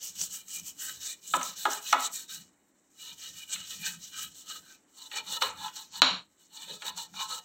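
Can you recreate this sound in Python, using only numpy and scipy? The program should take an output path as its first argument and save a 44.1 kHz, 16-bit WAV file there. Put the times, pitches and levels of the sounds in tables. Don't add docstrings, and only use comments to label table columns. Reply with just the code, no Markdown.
import sys
import numpy as np
from scipy import signal
from scipy.fft import rfft, irfft
from scipy.io import wavfile
from scipy.ndimage import uniform_filter1d

SR = 44100
rng = np.random.default_rng(int(sys.argv[2]) if len(sys.argv) > 2 else 0)


def output_pcm(signal):
    pcm = np.clip(np.atleast_2d(signal).T, -1, 1) * 32767
    wavfile.write(sys.argv[1], SR, np.round(pcm).astype(np.int16))


N = 328104


def undb(db):
    return 10 ** (np.asarray(db) / 20)


def unit(x):
    return x / np.sqrt(np.mean(x ** 2))


def walk(per_s):
    hold = int(SR / per_s)
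    steps = np.repeat(rng.standard_normal(N // hold + 1), hold)
    return unit(uniform_filter1d(uniform_filter1d(steps, hold), hold)[:N])


def butter(x, hz, kind, order=4):
    return signal.sosfilt(signal.butter(order, hz, kind, fs=SR, output="sos"), x)


def colour(x, points, size=1024):
    hz, db = np.transpose(points)
    gain = undb(np.interp(np.log(np.linspace(1, SR / 2, size + 1)), np.log(hz), db))
    cepstrum = irfft(np.log(gain))
    cepstrum[1:size] *= 2
    cepstrum[size + 1:] = 0
    return signal.oaconvolve(x, irfft(np.exp(rfft(cepstrum))))[:N]


def ring(x, modes, wander_db=0., damping=1.):
    out, power = 0, 0
    for k, (hz, width, db) in enumerate(modes):
        drive = x * undb(wander_db * (walk(10) + .5 * walk(35))) if wander_db else x
        peak = signal.iirpeak(hz, hz / width / damping / 0.96, SR)
        out = out + (-1) ** k * undb(db) * signal.lfilter(*peak, signal.lfilter(*peak, drive))
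        power += undb(db) ** 2 * np.pi * .75 * width * damping / SR
    return out / np.sqrt(power)


def at(table, place):
    return np.array([np.interp(place, np.arange(len(table)), column) for column in np.transpose(table)])


def effort(hiss_gain, span_s=0.29):
    half = int(span_s * SR / 2)
    return np.abs(uniform_filter1d(uniform_filter1d(hiss_gain, half), half))


# frequency in Hz, relative density in dB.
FLOOR_SPECTRUM = [(18, -46), (30, -18), (119, -18.5), (286, 0.5), (439, -10), (1620, -16.5), (1970, -15),
                  (4870, -44.5), (7640, -13), (12000, -53.5), (15600, -84.5), (22000, -120)]


def noise_floor(level_db=-70):
    return unit(colour(rng.standard_normal(N), FLOOR_SPECTRUM)) * undb(level_db + 2.0 * walk(2.7))


def room(x, t60_s=0.46, gate_s=0.18):
    t = np.arange(SR // 2) / SR
    early = 0.3 * np.exp(-t / 0.0061)
    late = undb(-60 * t / t60_s)
    gate = 1 / (1 + (t / gate_s) ** 8)
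    response = rng.standard_normal(len(t)) * (early + late * gate) * (t > .002)
    response /= np.sqrt(np.sum(response ** 2))
    return butter(signal.oaconvolve(x, response)[:N], 5950, "low", order=2)


# frequency in Hz, nominal width in Hz, relative level in dB.
BODY_MODES = [(180, 44, 0)]
RUMBLE_MODES = [(42, 30, -13), (72, 27, -4.5), (110, 130, -4.5)]
# time of the peak in seconds, body level in dB, rumble level in dB.
LEANS = [(.21, -54, -65), (.62, -56.5, -63), (.95, -85, -64), (1.37, -52.5, -67), (1.48, -57, -79),
         (1.64, -69, -87), (1.95, -72, -77), (2.399, -54.5, -68.5), (3.11, -65.5, -76.5),
         (3.34, -62.5, -68.5), (3.6, -55.5, -69), (3.8, -49.5, -67.5), (3.96, -52.5, -68.5),
         (4.25, -60.5, -61.5), (4.6, -66, -74.5), (5.3, -61, -77.5), (5.5, -66, -59.5), (5.6, -51.5, -69),
         (6.03, -55, -62.5), (6.13, -47, -60.5), (6.73, -53.5, -79.5), (6.92, -52.5, -72),
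         (7.15, -53.5, -70), (7.23, -79, -72), (7.36, -76, -78)]


def thrum(hiss_gain):
    rise_db_per_s, fall_db_per_s = (208.5, 141), (226, 150)
    rest_db, shake_db = (-85.5, -93), (-34, -40.5)
    t = np.arange(0, N, 64) / SR
    peak_s, *peaks_db = np.transpose(LEANS)[:, :, None]
    out, work = 0, effort(hiss_gain)
    for k, modes in enumerate((BODY_MODES, RUMBLE_MODES)):
        drop_db = np.maximum(rise_db_per_s[k] * (peak_s - t), fall_db_per_s[k] * (t - peak_s))
        lean = undb(peaks_db[k] - drop_db).sum(axis=0)
        gain = np.interp(np.arange(N) / SR, t, lean) + undb(rest_db[k]) + undb(shake_db[k]) * work
        out = out + ring(rng.standard_normal(N) * gain, modes)
    return out


# start in seconds, level in dB, nominal pitch in Hz.
TWANGS = [(0.2133, -19.5, 5990), (0.221, -26.5, 7900), (0.237, -26, 7510), (0.482, -40, 6600),
          (0.585, -34, 6550), (0.597, -33.5, 6300), (0.846, -37, 7900), (1.705, -30.5, 6000),
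          (1.4296, -25, 6450), (1.733, -27, 7300), (1.926, -19.5, 5850), (2.005, -31, 7700),
          (2.145, -41, 6380), (5.323, -28, 7250), (5.422, -23, 5290), (6.881, -37, 6770)]


def twangs():
    out, t = np.zeros(N + SR), np.arange(SR // 50) / SR
    envelope = t / 0.0014 * np.exp(1 - t / 0.0013)
    for start, level_db, hz in TWANGS:
        rough = 1 + .5 * uniform_filter1d(rng.standard_normal(len(t)), size=8) * np.sqrt(8)
        chirp = np.sin(2 * np.pi * hz * t * (.9 + 25 * t))
        i = int(start * SR)
        out[i:i + len(t)] += undb(level_db) * chirp * rough * envelope
    return out[:N]


# frequency in Hz, nominal width in Hz, relative level in dB.
SNAP_MODES = [(262, 40, -8.5), (570, 440, -14), (1040, 510, -6), (1570, 780, -8.5), (2320, 420, -10.5),
              (3100, 1100, -5.5), (3774, 430, -3.5), (4030, 600, 2.5), (5680, 450, -15.5),
              (6880, 640, -11.5), (12700, 2700, -32)]


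def snap(start_s=6.019, impulse_db=15.5):
    impulse = np.zeros(N)
    impulse[int(start_s * SR)] = undb(impulse_db)
    return ring(impulse, SNAP_MODES)


# frequency in Hz, nominal width in Hz, relative level in dB.
PANEL_MODES = [(1280, 77, -3), (1541, 130, -5), (1726, 260, -13), (1829, 41, -2), (1880, 240, -12),
               (2399.5, 136, -0.5), (2399, 78, 0), (2552, 54, -2.5)]
TRIM_MODES = [(2937, 116, 4), (2992, 116, -1.5), (3190, 290, -5)]
RIM_MODES = [(3537, 130, -3), (3810, 160, -1.5), (3900, 160, -5), (4060, 120, -1), (4100, 53, -0.5),
             (4331, 190, -1.5)]
KNOB_MODES = [(731.4, 8.3, -11.5), (878.3, 17, -0.5), (867.7, 63, -2.5), (934, 38, -2), (1001, 22, -7.5),
              (1060, 50, -5.5), (1300, 64, -6), (1672, 67, -6.5), (1120, 700, -18.5)]
HOLLOW_MODES = [(254, 33, -11.5), (350, 65, -13.5), (426, 30, -3), (494, 41, 0.5), (557, 130, -5.5),
                (618.4, 17, -2.5)]
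# frequency in Hz, gain in dB.
WIRE_SPECTRUM = [(1760, -24), (3000, -11), (3260, -10), (3940, -16.5), (4730, -2), (5880, 2), (8000, 5),
                 (8640, -5.5), (9400, -14.5), (11400, -15.5), (12400, -11.5), (14000, -7), (16000, -11.5)]
# gains in dB for knob, panel with trim, rim, hollow and crack.
KNOCK_COUPLING = [(-16, -22.5, 4, -34, -24), (0.5, -9, -20.5, -9, -23), (-27, 2, -9, -31, -13)]
# start in seconds, strength in dB, place, contact time constant in ms.
KNOCKS = [(0.214, -37, 1.95, 1.7), (0.339, -25, 1.8, 3.2), (0.482, -39, 1.9, 2.5), (0.783, -33, 0.057, 2.3),
          (1.337, 9.5, 0.98, 4), (1.413, -4.5, 1.32, 1.2), (1.653, 9, 1, 3), (1.927, 14, 1.03, 4.6),
          (2.128, -32, .02, 3), (2.306, -41, .02, 3), (3.556, -13, 2.2, 4.3), (3.673, -22, .02, 3),
          (5.114, -14, 2.1, 3.5), (5.306, -30, .3, 3), (5.42, 7.5, 1.22, 2.2), (5.68, -9.5, 1.8, 2.4),
          (5.755, -27.5, .05, 3), (5.955, -10.5, 0.14, 4.9), (6.572, -17, 0.044, 3.4),
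          (6.683, -40, 0.58, 3.5), (6.737, -16, 0.017, 2.6), (6.82, -3.5, 1.39, 4.9),
          (6.881, -3, 0.36, 1.2), (6.975, -13, 0.46, 2), (7.138, -21.5, 0.74, 2.6), (7.198, -11, 0.26, 3.7)]


def knocks(grip_damping=3.08, hollow_fill_s=.03):
    drive, t = np.zeros((5, N + SR)), np.arange(SR // 20) / SR
    for start, strength_db, place, contact_ms in KNOCKS:
        age = t * 1000 / contact_ms
        rattle = rng.standard_normal(len(t)) * (2.4 + age) * np.exp(-age)
        rattle[0] = 2.1
        rattle /= np.sqrt(np.sum(rattle ** 2))
        i = int(start * SR)
        drive[:, i:i + len(t)] += rattle * undb(strength_db + at(KNOCK_COUPLING, place))[:, None]
    fill = int(hollow_fill_s * SR)
    smear = unit(rng.standard_normal(fill)) / np.sqrt(fill)
    drive[3] = np.roll(signal.oaconvolve(drive[3], smear)[:N + SR], fill // 4)
    *forces, crack = drive[:, :N]
    parts = (KNOB_MODES, PANEL_MODES + TRIM_MODES, RIM_MODES, HOLLOW_MODES)
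    ringing = sum(ring(force, modes, damping=grip_damping) for force, modes in zip(forces, parts))
    return butter(ringing, 280, "high") + colour(crack, WIRE_SPECTRUM)


# gains in dB relative to the hiss for panel, trim, rim, knob and hollow.
PAD_COUPLING = [(-18.5, -9, -16, -35.5, -42), (-10, -13, -4, -33, -36.5), (-6.5, -1.5, -3, -32.5, -30),
                (-12.5, -2.5, 3, -1, -27), (0.5, 1.5, 5, 0, -4)]
# start in seconds, length in seconds, fastest moment as a fraction of the
# length, hiss level in dB, place, push on the sheet in dB.
STROKES = [(-0.007, 0.15, 0.35, -38, 0.036, -7.5), (0.135, 0.16, 0.53, -33, 0.14, -2),
           (0.279, 0.16, 0.5, -40, 0.045, 1.5), (0.446, 0.2, 0.47, -41, 0.22, 0),
           (0.607, 0.14, 0.48, -45.5, .02, 1), (0.757, 0.24, 0.34, -37, 0.23, 5),
           (0.936, 0.22, 0.69, -38.5, 1, -6.5), (1.185, 0.19, 0.95, -42, .6, -11),
           (1.351, 0.22, 0.48, -38, 0.88, -9), (1.541, 0.18, 0.29, -39.5, .9, -6.5),
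           (1.674, 0.15, 0.42, -35, 0.53, 4), (1.778, 0.18, 0.82, -36.5, 0.54, 1.5),
           (1.932, 0.16, 0.77, -34.5, 0.92, -8), (2.101, 0.17, 0.36, -38, 0.86, 0),
           (2.266, 0.19, 0.28, -40.5, 1.3, 0), (2.917, 0.24, 0.72, -46.5, 2.47, -2.5),
           (3.092, 0.24, 0.8, -46, 2.15, -1), (3.315, 0.15, 0.57, -42, 2.1, .5),
           (3.46, 0.2, 0.41, -41.5, 2.3, 0), (3.601, 0.2, 0.69, -42, 2.05, -2.5),
           (3.769, 0.24, 0.35, -38.5, 1.61, 5), (3.976, 0.16, 0.45, -46, 1.8, -7.5),
           (4.094, 0.21, 0.61, -39, 1.7, 3.5), (4.296, 0.18, 0.49, -50, 2.3, -8),
           (4.443, 0.19, 0.39, -42.5, 2.23, -2), (4.604, 0.18, 0.67, -55, 1.2, 6),
           (4.9, 0.2, 0.77, -52.5, 2.94, -4), (5.081, 0.15, 0.61, -42.5, 3.65, 1),
           (5.222, 0.16, 0.9, -36, 3.26, -1.5), (5.401, 0.14, 0.17, -35.5, 3.83, 1),
           (5.537, 0.18, 0.63, -43.5, 3.06, 3.5), (5.717, 0.16, 0.37, -45, 2.8, -2.5),
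           (5.885, 0.12, 0.86, -44.5, 2.78, 2), (6.356, 0.15, 0.4, -67.5, 2.6, -4.5),
           (6.471, 0.23, 0.61, -49, 2.86, 1.5), (6.647, 0.15, 0.44, -46, 3.95, -9.5),
           (6.779, 0.13, 0.88, -39.5, 2.82, 2), (6.949, 0.14, 0.23, -40, 2.94, -3),
           (7.116, 0.17, 0.59, -41, 2.9, 4), (7.262, 0.17, 0.33, -40, 3.42, -2)]


def stroke_gains(rustle_db=-12.5, held_db=-76):
    gains, t = np.zeros((6, N)), np.arange(N) / SR
    push_share = np.array([0.99, .4, 0.057, 0.78, 0])
    for start, length, fastest, hiss_db, place, push_db in STROKES:
        progress = (t - start) / length
        sliding = np.flatnonzero((progress > 0) & (progress < 1))
        swell = np.sin(np.pi * np.interp(progress[sliding], [0, fastest, 1], [0, .5, 1])) ** 2.35
        parts_db = at(PAD_COUPLING, place) + push_db * push_share
        gains[:, sliding] += swell * undb(hiss_db + np.array([0, *parts_db]))[:, None]
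    rustle = undb(rustle_db) * effort(gains[0]) + undb(held_db)
    return gains + rustle * undb([0, -14, -9, -7, -26, -28])[:, None]


def slips(per_s, catch, spread_db=2.77):
    size_draw, sign_draw, time_draw = rng.random((3, N))
    size = undb(spread_db * np.minimum(-np.log(1 - size_draw), 6.0))
    return unit((time_draw < per_s / SR) * size * np.sign(sign_draw - .5) * catch)


def scrub(gains):
    wire, panel, trim, rim, knob, hollow = gains
    catch = undb(1.73 * walk(70))
    hiss, fizz, force = (slips(per_s, catch * undb(1.9 * walk(40))) for per_s in (8000, 9000, 6000))
    fizz = butter(fizz * (rim / wire) ** -.3 * undb(-0.5), 9340, "high")
    roll = undb(2.0 * walk(12))
    dark = butter(hiss, 6700, "low") / roll
    bright = butter(butter(hiss, 6830, "high"), 9480, "low") * roll
    radiated = colour(wire * (dark + bright + fizz), WIRE_SPECTRUM)
    radiated /= np.std(colour(rng.standard_normal(N), WIRE_SPECTRUM))
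    return (radiated + ring(force * panel, PANEL_MODES, wander_db=4.1)
            + ring(force * trim, TRIM_MODES, wander_db=1.8)
            + ring(force * rim, RIM_MODES, wander_db=1.9)
            + ring(force * knob, KNOB_MODES, wander_db=4.2)
            + ring(force * hollow, HOLLOW_MODES, wander_db=2.1))


def scene():
    gains = stroke_gains()
    rub, hits, click = scrub(gains) + twangs(), knocks(), snap()
    reverb = undb(-3.5) * room(hits + undb(5.0) * click + undb(-18) * rub)
    mono = rub + hits + click + reverb + thrum(gains[0]) + noise_floor()
    return np.array([mono, mono])


def record(dry, port_hz=4960, top_hz=15800):
    notched = dry - 0.57 * signal.lfilter(*signal.iirpeak(port_hz, 6.0, SR), dry)
    low_pass = signal.ellip(12, .2, 90, top_hz, fs=SR, output="sos")
    return signal.sosfilt(low_pass, np.clip(notched, -1, 1))


dry = scene()
out = record(dry)
output_pcm(out)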